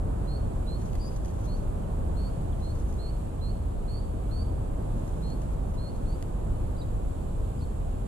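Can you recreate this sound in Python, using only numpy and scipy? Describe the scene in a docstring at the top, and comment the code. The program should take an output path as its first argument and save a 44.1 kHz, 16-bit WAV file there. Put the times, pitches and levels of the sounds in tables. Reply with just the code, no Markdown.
"""Songbirds in a paved courtyard

Between apartment blocks songbirds repeat buzzy rising chirps, mostly off to the right, one higher and rougher
from the left. They are fluttering near sines, with faint glides and two clean looping calls; delayed copies and
a fading noise tail are the echoes of the walls. A small bird hops on a wooden bench by the left microphone port:
noise rings its claws and the plank, and patchy noise rustles. Traffic rumble, the wavering drone of a distant
machine and microphone hiss are shaped noise, and a thin whine is drifting sines."""
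import sys
import numpy as np
from scipy import signal
from scipy.fft import rfft, irfft
from scipy.io import wavfile
from scipy.ndimage import uniform_filter1d

SR = 44100
rng = np.random.default_rng(int(sys.argv[2]) if len(sys.argv) > 2 else 0)


def makeup_ratio(level_db):
    """Linear amplitude ratio for a level in decibels (20 dB per factor of ten)."""
    decades = np.asarray(level_db, float) / 20
    return 10 ** decades


def wav_record(signal):
    """Record a signal, one row per channel, as 16-bit PCM in the file named by sys.argv[1]."""
    frames = np.transpose(np.atleast_2d(signal))
    bounded = np.clip(frames, -1, 1)
    # unit amplitude maps onto the largest positive 16-bit level
    quanta = np.round(bounded * 32767).astype(np.int16)
    wavfile.write(sys.argv[1], SR, quanta)


N = 356195
TIME = np.arange(N) / SR  # s
BINS = np.fft.rfftfreq(2 ** 19, 1 / SR)  # Hz
LAG_MS = .62  # how late drone, hiss and whine reach the left port
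SILENT_DB = -80  # level at the ends of chirps and glides

# tones of a struck claw: (pitch [Hz], relative level [dB], time to fall by 60 dB [s])
CLAW_MODES = [(6570, 4.5, 0.0029), (10900, -8, 0.0037), (10400, -5, 0.0023), (8400, -3, 0.0017),
              (5900, -13, 0.0009)]


def walk(rate):
    """Random levels held 1 / rate s and smoothed twice; spread near 1."""
    k = int(SR / rate)
    steps = np.repeat(rng.standard_normal(N // k + 1), k)
    return 1.3 * uniform_filter1d(uniform_filter1d(steps, k), k)[:N]


def ports(x, pan_db, lag_ms):
    """One sound at both ports, left pan_db above right; the left is late, or the right if the lag is negative."""
    lag = int(lag_ms * SR / 1000)
    left = np.pad(x, (max(lag, 0), 0))[:len(x)]
    right = np.pad(x, (max(-lag, 0), 0))[:len(x)]
    return np.array([left * makeup_ratio(pan_db / 2), right * makeup_ratio(-pan_db / 2)])


def ring(x, modes):
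    """Tones that die away, set ringing by x."""
    t = TIME[:1024]
    tones = sum(makeup_ratio(db) * np.exp(-np.log(1000) * t / t60) * np.sin(2 * np.pi * hz * t)
                for hz, db, t60 in modes)
    return signal.fftconvolve(x, tones)[:len(x)]


def add(out, sound, s):
    """Mix a two-port sound in at a moment."""
    i = int(s * SR)
    out[:, i:i + sound.shape[1]] += sound[:, :N - i]


def whistle(rows, overtone_db, rate_hz=0, depth_hz=0, throb=0):
    """A near sine from the syrinx; uneven flutter shakes the pitch and, a quarter turn later, the loudness."""
    s, hz, db = np.transpose(rows)
    t = np.arange(s[0], s[-1], 1 / SR)
    knots = np.linspace(s[0], s[-1], num=16)
    pace, size = (np.interp(t, knots, row) for row in rng.standard_normal((2, 16)))
    # the wider the swing beyond 55 Hz, the less even the flutter
    uneven = .0018 * max(depth_hz - 55, 0)
    turn = 2 * np.pi * (np.cumsum(rate_hz * (1 + uneven * pace)) / SR + rng.random())
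    # the flutter rests at both ends and grows over 15 ms
    ramp = np.clip(np.minimum(t - s[0], s[-1] - t) / .015 - .5, 0, 1)
    swing = (1 + 4 * uneven * size) * ramp
    pitch = np.interp(t, s, hz) + depth_hz * swing * np.sin(turn)
    phase = 2 * np.pi * np.cumsum(pitch) / SR
    tone = np.sin(phase) + makeup_ratio(overtone_db) * np.sin(2 * phase)
    loudness = np.sqrt(2) * np.interp(t, s, makeup_ratio(db)) * (1 - throb * swing * np.cos(turn))
    return np.pad(loudness * tone, (0, 64))


def chirp(length_s, hz, rise_hz, db, swing_hz):
    """A buzzy chirp scoops up into its pitch, climbs evenly and flicks to the end of a fixed total climb."""
    scoop_s, scoop_hz, flick_s, climb_hz = .020, 240, .020, 340
    attack_s, attack_db, swell_db, release_s, release_db = .008, -3, 1.5, .004, -2
    low, high = hz - rise_hz / 2, hz + rise_hz / 2
    bends = [0, scoop_s, length_s - flick_s, length_s]
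    s = [0, attack_s, scoop_s, length_s - flick_s, length_s - release_s, length_s]
    pitch = np.interp(s, bends, [low - scoop_hz, low, high, low + climb_hz])
    level = [SILENT_DB, db + attack_db, db - swell_db / 2, db + swell_db / 2, db + release_db, SILENT_DB]
    # higher chirps flutter faster
    rate_hz = 114.9 + 0.102 * (hz - 4260)
    return whistle(np.transpose([s, pitch, level]), -15, rate_hz, swing_hz, throb=.3)


def songbirds():
    """Buzzy chirps, faint glides and looping calls, then the echoes of the yard."""
    # buzzy chirps, mostly from the right: (start [s], length [s], middle pitch [Hz], rise of the even climb [Hz],
    # level [dB], left minus right [dB], flutter swing before it turns uneven [Hz])
    chirp_table = [(0.271, .110, 4280, 100, -56, -7, 75), (0.665, 0.1, 4150, 131, -53.5, -4, 75),
                   (0.994, 0.1, 4790, 30, -54.5, 5, 140), (1.47, 0.088, 4300, 90, -57.5, -5, 85),
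                   (2.161, 0.13, 4380, 110, -60.5, -11, 80), (2.612, 0.11, 4200, 90, -59, -7, 70),
                   (2.983, 0.12, 4255, 90, -55.5, -8, 82), (3.41, .100, 4200, 70, -55, -8, 75),
                   (3.877, 0.12, 4410, 160, -56.5, -11, 125), (4.307, 0.13, 4450, 240, -57, -11.5, 73),
                   (5.219, .120, 4215, 70, -56.5, -3, 85), (5.771, 0.13, 4240, 90, -56.5, -5, 78),
                   (6.065, 0.087, 4460, 130, -62.5, -2.5, 80)]
    # faint single glides: (start [s], length [s], first pitch [Hz], last pitch [Hz], level in the middle [dB])
    glide_table = [(1.425, .058, 2900, 4200, -69), (1.830, .020, 3200, 2850, -66),
                   (2.522, .016, 3750, 2900, -60), (3.386, .032, 2850, 4050, -69),
                   (5.128, .018, 3450, 2950, -68)]
    # two clean looping calls, one list each: (time [s], pitch [Hz], level [dB])
    call_tables = [
        [(6.764, 3650, -75), (6.769, 4000, -63), (6.774, 4530, -75), (6.782, 4780, -64), (6.808, 4710, -60),
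         (6.813, 4250, -64), (6.817, 3800, -52), (6.821, 3800, -52), (6.825, 4200, -64), (6.831, 4950, -74)],
        [(7.582, 4700, -80), (7.590, 4850, -69), (7.604, 5000, -75), (7.608, 4750, -64), (7.613, 3950, -61),
         (7.618, 4250, -68), (7.624, 4470, -55), (7.632, 4420, -66), (7.640, 4250, -65), (7.646, 3750, -66),
         (7.650, 3500, -76)],
    ]
    bird_lag_ms, call_lag_ms, overtone_db = .665, .235, -12
    out = np.zeros((2, N))
    for s, length_s, hz, rise_hz, db, pan_db, swing_hz in chirp_table:
        add(out, ports(chirp(length_s, hz, rise_hz, db, swing_hz), pan_db, bird_lag_ms), s)
    for s, length_s, first_hz, last_hz, db in glide_table:
        rows = [(s, first_hz, SILENT_DB), (s + length_s / 2, (first_hz + last_hz) / 2, db),
                (s + length_s, last_hz, SILENT_DB)]
        add(out, ports(whistle(rows, overtone_db), -8, bird_lag_ms), s)
    for rows in call_tables:
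        add(out, ports(whistle(rows, overtone_db), -3, call_lag_ms), rows[0][0])
    return yard(out)


def yard(birds):
    """Walls send back near echoes and a scattered tail, drawn apart for each port."""
    # nearest echoes: (delay [s], level [dB])
    wall_table = [(.012, -10), (.072, -18)]
    t60_s, tail_db = .6, -11
    t = TIME[:SR]
    fade = np.exp(-np.log(1000) * t / t60_s) * np.minimum(t / 0.014, 1)
    tail = rng.standard_normal((2, SR)) * fade
    tail *= makeup_ratio(tail_db) / np.sqrt(np.sum(tail ** 2, axis=1, keepdims=True))
    wet = signal.fftconvolve(birds.mean(axis=0, keepdims=True), tail, axes=1)[:, :N]
    echoes = sum(makeup_ratio(db) * np.roll(birds, int(s * SR), axis=1) for s, db in wall_table)
    return birds + wet + echoes


def claws():
    """A sharp touch and a short gritty scrape ring the claw and knock the plank."""
    # claws on the bench: (time [s], peak of the claw's ring before panning [dB],
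    # decay time of the scrape [s], knock of the plank relative to that ring [dB])
    claw_table = [(.8135, -45, .009, -14), (.9318, -44, .003, -5), (.942, -51, .008, -3),
                  (.9527, -41, .005, -2), (1.1618, -44, .009, -10), (1.2476, -41, .003, -9),
                  (1.2574, -42, .003, -9), (1.2815, -48, .004, -5), (1.2914, -50, .004, -8),
                  (1.3114, -50, .004, -8), (1.5444, -52, .003, -10), (2.7554, -50, .006, -8),
                  (2.9257, -45, .003, -10), (2.9404, -48, .002, -12), (5.0764, -49, .004, -8),
                  (5.0924, -51, .003, -8), (5.2994, -49, .008, -12), (5.4164, -47, .004, -5),
                  (5.4344, -50, .003, -6), (5.7394, -50, .010, -8), (6.2260, -30, .0004, -12)]
    # tones of the plank: (pitch [Hz], relative level [dB], time to fall by 60 dB [s])
    plank_modes = [(2020, 1, 0.017), (3220, 7, 0.0033), (4850, 8, 0.0037)]
    out, t = np.zeros((2, N)), TIME[:2048]
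    grit = rng.standard_normal((len(claw_table), 2, len(t)))
    for (s, db, scrape_s, knock_db), (a, b) in zip(claw_table, grit):
        # two noises multiplied make a spikier, grittier one
        push = a * b * (1 - np.exp(-t * SR / 4)) * np.exp(-t / max(scrape_s, .0002))
        tick, knock = ring(push, CLAW_MODES), ring(push, plank_modes)
        hit = tick / np.abs(tick).max() + makeup_ratio(knock_db) * knock / np.abs(knock).max()
        add(out, ports(makeup_ratio(db) * hit, 6.5, -.07), s)
    return out


def shuffle():
    """Feathers and feet: patchy noise through the claw tones makes a treble rustle close to the left port."""
    # bouts of hopping: (start [s], end [s], level before panning [dB])
    bout_table = [(0.798, 1.6, -67), (2.616, 2.95, -66.5), (5.0, 5.5, -70), (5.7, 6.3, -73.5)]
    fade_s = 0.08  # before each start and after each end
    rustle = ring(rng.standard_normal(N) * makeup_ratio(4.4 * walk(60)), CLAW_MODES)
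    bouts = sum(makeup_ratio(db) * np.clip(np.minimum(TIME - start, end - TIME) / fade_s + 1, 0, 1)
                for start, end, db in bout_table)
    return ports(rustle / rustle.std() * bouts, 9.8, -.07)


def along(table, column):
    """A table column read at every frequency, in straight lines on a log frequency axis."""
    rows = np.array(table, float)
    return np.interp(np.log(BINS + 1e-9), np.log(rows[:, 0]), rows[:, column])


def noises():
    """Spectra of three unrelated white noises, 0 dB per Hz."""
    return rfft(rng.standard_normal((3, 2 * len(BINS) - 2))) * np.sqrt(SR / 2)


def wash(table, likeness, lag_ms):
    """Noise at two ports: a shared part that reaches the left late, and a part of each port's own."""
    shared, left, right = noises()
    same, own = np.sqrt(np.clip(likeness, 0, 1)), np.sqrt(np.clip(1 - likeness, 0, 1))
    late = np.exp(-2j * np.pi * BINS * lag_ms / 1000)  # a delay turns the phase
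    left = makeup_ratio(along(table, 1)) * (same * late * shared + own * left)
    right = makeup_ratio(along(table, 2)) * (same * shared + own * right)
    return irfft(np.array([left, right]) * (BINS > 8))[:, :N]


def traffic():
    """Rumble: noise weighted to the bass, more alike at both ports in the low end, its level wandering."""
    # average rumble: (frequency [Hz], left level [dB per Hz], right level [dB per Hz])
    rumble_table = [(15.6, -71, -88), (27.2, -59, -53.5), (44.7, -49, -47), (68.3, -56, -53),
                    (90, -52.5, -55.5), (126, -58.5, -56.5), (209.5, -63.5, -62), (325, -68, -67.5),
                    (546, -69.5, -68), (812, -74, -72), (1147, -81.5, -82), (1592, -94, -88),
                    (2210, -99, -103), (2930, -115, -115)]
    # how far both ports hear the same: (frequency [Hz], likeness [0-1], lag of the left port [ms])
    likeness_table = [(16, 0.8, .6), (40, 0.72, 0.18), (88, 1, 0.17), (197, 0.83, 0.47), (356, 0.7, 0.39),
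                      (466, 0.29, 0.73), (770, 0.64, 0.56), (1100, 0.26, 0.71), (2010, 0.03, 0.52)]
    rumble = wash(rumble_table, along(likeness_table, 1), along(likeness_table, 2))
    return rumble * makeup_ratio(.5 * walk(1.736))


def drone():
    """Narrow noise bands waver as the lines of a distant machine, largely alike at both ports."""
    # lines of the machine: (frequency [Hz], relative level [dB], width [Hz])
    line_table = [(23.9, -40, 4.5), (36.9, -38.5, 8.1), (52.8, -40, 4.2), (76.94, -41, 4.7),
                  (103.7, -43.5, 3.04), (153.8, -52.5, 4.4)]
    lines = sum(makeup_ratio(db) / np.sqrt(width) * np.exp(-((BINS - hz) / width) ** 2)
                for hz, db, width in line_table)
    shared, left, right = irfft(noises() * lines)[:, :N]
    return ports(shared, 0.98, LAG_MS) + makeup_ratio(-12.0) * np.array([left, right])


def hiss():
    """Microphone hiss: shaped noise, mostly different at the two ports, its level wandering slightly."""
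    # average hiss: (frequency [Hz], left level [dB per Hz], right level [dB per Hz])
    hiss_table = [(1470, -110, -110), (2040, -102, -103), (2420, -100, -95), (2630, -101.5, -95),
                  (4000, -103, -100), (4500, -103.5, -101), (4900, -107, -108), (5830, -109, -105.5),
                  (6570, -105, -103.5), (7060, -101, -96), (8600, -99, -98.5), (9500, -100, -102.5),
                  (10200, -101, -102), (12300, -99.5, -103.5)]
    return wash(hiss_table, 0.16, LAG_MS) * makeup_ratio(.5 * walk(6.12))


def whine():
    """Thin high sines, stronger at the right, swell together while each drifts in level and pitch."""
    # tones: (middle pitch [Hz], peak level before swell, drift and panning [dB])
    tone_table = [(7241, -76.5), (7348, -85), (8398, -92)]
    # common swell: (time [s], gain [dB])
    swell_table = [(0, -9), (4.8, -2), (5.3, 7), (5.9, -3), (6.2, 6), (8.1, 4.5)]
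    swell = np.interp(TIME, *np.transpose(swell_table))
    tones = np.zeros(N)
    for hz, db in tone_table:
        fade_db, drift_hz = 3 * walk(4), 4 * walk(6)
        phase = 2 * np.pi * np.cumsum(hz + drift_hz) / SR
        tones += makeup_ratio(db + swell + fade_db) * np.sin(phase)
    return ports(tones, -9, LAG_MS)


def scene():
    """Birds over the steady ground of the yard."""
    birds = songbirds() + claws() + shuffle()
    return birds + traffic() + drone() + hiss() + whine()


def top_cut(x):
    """Nothing passes above the cut-off."""
    return signal.sosfilt(signal.butter(12, 13340, fs=SR, output="sos"), x)


def record(dry):
    """The treble above 12030 Hz is cut steeply."""
    low_pass = signal.ellip(12, .2, 80, 12030, fs=SR, output="sos")
    cut = signal.sosfilt(low_pass, dry)
    return top_cut(cut)


dry = scene()
out = record(dry)
wav_record(out)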